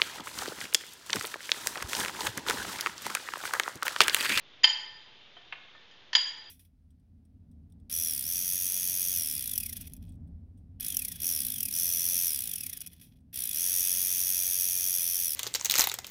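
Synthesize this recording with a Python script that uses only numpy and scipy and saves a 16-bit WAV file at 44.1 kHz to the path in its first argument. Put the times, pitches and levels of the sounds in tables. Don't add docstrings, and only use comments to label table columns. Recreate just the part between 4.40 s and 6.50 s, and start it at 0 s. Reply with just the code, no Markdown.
import sys
import numpy as np
from scipy import signal
from scipy.fft import rfft, irfft
from scipy.io import wavfile

SR = 44100
rng = np.random.default_rng(int(sys.argv[2]) if len(sys.argv) > 2 else 0)


def master(y):
    cut = np.clip(np.atleast_2d(y).T, -1, 1)
    pcm = np.round(cut * 32767)
    wavfile.write(sys.argv[1], SR, pcm.astype(np.int16))


def makeup_ratio(level_db):
    decades = np.asarray(level_db, float) / 20
    return 10 ** decades


N = 92610


def evened(x):
    return x / np.sqrt(np.mean(x ** 2) + 1e-20)


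def read(points, hz):
    f, value = np.transpose(points)
    return np.interp(np.log(hz + 1), np.log(f + 1), value)


def add(mix, start_s, sound):
    part = mix[round(start_s * SR):][:len(sound)]
    part += sound[:len(part)]


def strikes(modes, times, colours_db, rise_s, sign=1):
    out, t = np.zeros(N), np.arange(SR // 2) / SR
    hz, db, t60 = np.transpose(modes)[:, :, None]
    rise = np.sin(np.pi / 2 * np.minimum(t / rise_s, 1))
    tones = rise * makeup_ratio(db - 60 * t / t60) * np.sin(2 * np.pi * hz * t)
    for start_s, colour_db in zip(times, colours_db):
        add(out, start_s, (sign * makeup_ratio(colour_db)) @ tones)
    return out


def tilted_strikes(modes, blows, rise_s):
    octaves = np.log2(np.transpose(modes)[0] / 2800)
    colours_db = [level_db + tilt_db * octaves for _, level_db, tilt_db in blows]
    return strikes(modes, [blow[0] for blow in blows], colours_db, rise_s)


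# start_s, level_db
RUSTLE_LEVEL = [(0, -66), (.2, -62.5), (0.601, -58.5), (1.001, -62), (1.2, -60), (1.55, -67.5),
                (1.7, -66.5), (2.1, -60)]
RUSTLE_HZ, RUSTLE_SPREAD, GRAINS_PER_S, GRAIN_HALF_S = 3500, 0.0863, 1300, 0.0089


def rustle():
    t, out = np.arange(round(2 * GRAIN_HALF_S * SR)) / SR, np.zeros(N)
    grain_db = np.minimum(rng.exponential(1, N), 5)
    size = makeup_ratio(grain_db) * (rng.random(N) < GRAINS_PER_S / SR)
    kind = rng.integers(0, 24, N)
    for k, (offset, glide) in enumerate(rng.standard_normal((24, 2))):
        hz = RUSTLE_HZ * (1 + RUSTLE_SPREAD * offset + 1.5 * glide * t)
        grain = np.hanning(len(t)) * np.sin(2 * np.pi * hz * t)
        out += signal.oaconvolve(size * (kind == k), grain)[:N]
    level_db = np.interp(np.arange(N) / SR, *np.transpose(RUSTLE_LEVEL))
    return evened(out) * makeup_ratio(level_db)


# pitch_hz, level_db (per Hz)
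HISS_COLOUR = [(20, -9.5), (35, -15), (110, -7.5), (170, -12), (400, -10), (1300, -13), (3500, -7.5),
               (7600, -34)]
HISS_DB = -58


def hiss():
    hz = np.fft.rfftfreq(N, 1 / SR)
    noise = irfft(rfft(rng.standard_normal(N)) * makeup_ratio(read(HISS_COLOUR, hz)), N)
    return makeup_ratio(HISS_DB) * evened(noise)


SPOON_HZ = [1300, 1560, 2121, 2390, 2640, 3220, 3545, 4030, 4215, 4400, 4597, 4748, 5250, 5580]
# level_db, t60_s
SPOON_RING = [(-14, 0.036), (-10, 0.035), (-10, 0.092), (-6, 0.03), (-8, .04), (-3, 0.043), (-4, 0.038),
              (-9, 0.036), (-17, 0.087), (-2.5, 0.018), (-8.5, 0.044), (-14.5, 0.099), (-16.5, 0.034),
              (-26.5, 0.06)]
# start_s, level_db, tilt_db (per octave)
SPOON_BLOWS = [
    (.2338, -40.5, -7.5),
    (0.24, -13, 4.5),
    (0.301, -36, 9),
    (1.7303, -30, 3),
    (1.7505, -18.5, 8.6),
]


def spoons():
    return tilted_strikes(np.column_stack([SPOON_HZ, SPOON_RING]), SPOON_BLOWS, rise_s=.0012)


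# start_s, level_db, centre_hz
CRACKS = [
    (.2338, -31, 3500),
    (.2415, -23, 3380),
    (.299, -38, 5030),
    (.9668, -52.5, 1300),
    (1.1244, -35.5, 2090),
    (1.3495, -50.5, 1300),
    (1.511, -62.5, 4000),
    (1.7303, -33.5, 3680),
    (1.7507, -20.5, 3340),
]
CRACK_T60_S = 0.051


def cracks():
    out, t = np.zeros(N), np.arange(SR // 20) / SR
    noises = rng.standard_normal((len(CRACKS), len(t)))
    for (start_s, level_db, hz), noise in zip(CRACKS, noises):
        band = signal.butter(4, [.45 * hz, 1.6 * hz], "bandpass", fs=SR, output="sos")
        burst = signal.sosfilt(band, makeup_ratio(-60 * t / CRACK_T60_S) * noise)
        add(out, start_s, makeup_ratio(level_db) * burst * np.sqrt(SR / 2 / hz))
    return out


FAMILY_HZ = [900, 1800, 3100, 4870]
TOP_FROM_HZ, TOP_MODE_DB = 6000, -10.5


def glass(hz, sign, ring, clinks):
    hz = np.array(hz)
    top_db = TOP_MODE_DB * (hz > TOP_FROM_HZ)
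    colours_db = [read(list(zip(FAMILY_HZ, clink[1:])), hz) + top_db for clink in clinks]
    times = [clink[0] for clink in clinks]
    return strikes(np.column_stack([hz, ring]), times, colours_db, rise_s=.0036, sign=np.array(sign))


HEAPED_HZ = [375, 690, 856, 895, 1000, 1798, 1797, 3122, 3130, 4872, 4906, 4850, 6837, 6845]
HEAPED_SIGN = [1, 1, 1, -1, 1, 1, 1, 1, 1, 1, -1, 1, 1, 1]
# level_db, t60_s
HEAPED_RING = [(-20, 0.18), (-3.5, 0.052), (4, .1), (1.5, .06), (4.5, .06), (7, 0.043), (-18.5, .5),
               (0.5, 0.03), (-42, 1), (-1.5, 0.071), (0, 0.079), (-19.5, 0.79), (-15, 0.21), (-1, 0.056)]
# start_s, then level_db at 900, 1800, 3100 and 4870 Hz up
FIRST_CLINKS = [
    (0.2339, -43, -42, -49, -16),
    (0.2417, -33, -25.5, 0, -28),
    (0.2734, -45.5, -36, -44, -41),
    (0.3, -47, -42, -52, -38),
]


def heaped_bowl():
    return glass(HEAPED_HZ, HEAPED_SIGN, HEAPED_RING, FIRST_CLINKS)


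# delay_s, gain
ECHOES = [(.0058, -.15), (.0086, .3), (0.0139, .12), (.033, .12), (.046, -0.018), (.056, .07)]
# pitch_hz, t60_s
KITCHEN_DECAY = [(300, .45), (900, 1), (1800, 0.84), (3100, 0.64), (4900, 0.7), (7000, 0.57)]
ROOM_DB, ROOM_START_S, ROOM_BUILD_S = -9, .007, .018


def kitchen(x):
    near, taps = np.zeros(SR // 10), np.zeros(SR)
    near[0] = 1
    for delay_s, gain in ECHOES:
        near[round(delay_s * SR)] += gain
    at = np.arange(0, SR - 12, 12)
    taps[at + rng.integers(0, 12, len(at))] = rng.choice([-1., 1.], len(at))
    taps *= np.arange(SR) > ROOM_START_S * SR
    hz, t, z = signal.stft(taps, SR, nperseg=256)
    decay = makeup_ratio(-60 * t / read(KITCHEN_DECAY, hz)[:, None])
    tail = signal.istft(z * decay, SR, nperseg=256)[1]
    tail *= np.clip((np.arange(len(tail)) / SR - ROOM_START_S) / ROOM_BUILD_S, 0, 1)
    late = signal.fftconvolve(x, tail / np.linalg.norm(tail))[:N]
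    return signal.fftconvolve(x, near)[:N] + makeup_ratio(ROOM_DB) * late


LIFTED_HZ = [720, 1798, 3125, 4875, 6837]
LIFTED_SIGN = [1, 1, 1, 1, 1]
# level_db, t60_s
LIFTED_RING = [(1, .05), (-0.5, .22), (2, .08), (2, .1), (2, 0.076)]
# start_s, then level_db at 900, 1800, 3100 and 4870 Hz up
LIGHT_CLINKS = [
    (0.9665, -50, -56.5, -45, -70.5),
    (1.3495, -61, -52, -69, -72),
    (1.511, -68.5, -61, -53.5, -63),
]


def lifted_bowl():
    return glass(LIFTED_HZ, LIFTED_SIGN, LIFTED_RING, LIGHT_CLINKS)


# pitch_hz, level_db, t60_s
BOARD_MODES = [(749, -6.5, 0.022), (940, -11, 0.026), (1208, -11, 0.073), (1693, -8.5, .025),
               (2142, -7.5, 0.057), (2645, 3, 0.017), (3127, -8, 0.032)]
# start_s, level_db, tilt_db (per octave)
DROPS = [
    (1.124, -27.5, 3.7),
    (1.128, -42, -3.5),
    (1.5585, -73, 11),
]


def drops():
    return tilted_strikes(BOARD_MODES, DROPS, rise_s=.002)


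RETOSSED_HZ = [680, 870, 995, 1798, 1797, 3040, 3190, 3310, 4805, 4889, 4872, 6842, 6800]
RETOSSED_SIGN = [1, 1, 1, 1, 1, 1, 1, -1, -1, 1, 1, 1, -1]
# level_db, t60_s
RETOSSED_RING = [(2, 0.02), (-2.5, 0.1), (6, .05), (2, 0.018), (-34.5, 0.44), (-1, 0.022), (1, 0.027),
                 (-10.5, 0.041), (-2.5, 0.35), (-5.5, 0.16), (-14, 0.42), (-11.5, 0.15), (-1.5, 0.18)]
# start_s, then level_db at 900, 1800, 3100 and 4870 Hz up
LATE_CLINKS = [
    (1.7311, -42.5, -21, -26.5, -40),
    (1.7508, -37, -16.5, -6.5, -18),
    (1.7645, -35, -48, -42, -53),
]


def retossed_bowl():
    return glass(RETOSSED_HZ, RETOSSED_SIGN, RETOSSED_RING, LATE_CLINKS)


def scene():
    bowl = heaped_bowl() + lifted_bowl() + retossed_bowl()
    hits = spoons() + cracks() + bowl + drops()
    return (rustle() + hiss() + kitchen(hits))[None]


def low_pass(x):
    return signal.sosfilt(signal.butter(12, 15720, fs=SR, output="sos"), x)


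EDGE_HZ, OVERLOAD, OFFSET = 6950, .71, .0009


def record(dry):
    lowpass = signal.ellip(8, .5, 70, EDGE_HZ, fs=SR, output="sos")
    band = signal.sosfilt(lowpass, dry)
    return low_pass(np.clip(band, -OVERLOAD, OVERLOAD) + OFFSET)


dry = scene()
out = record(dry)
master(out)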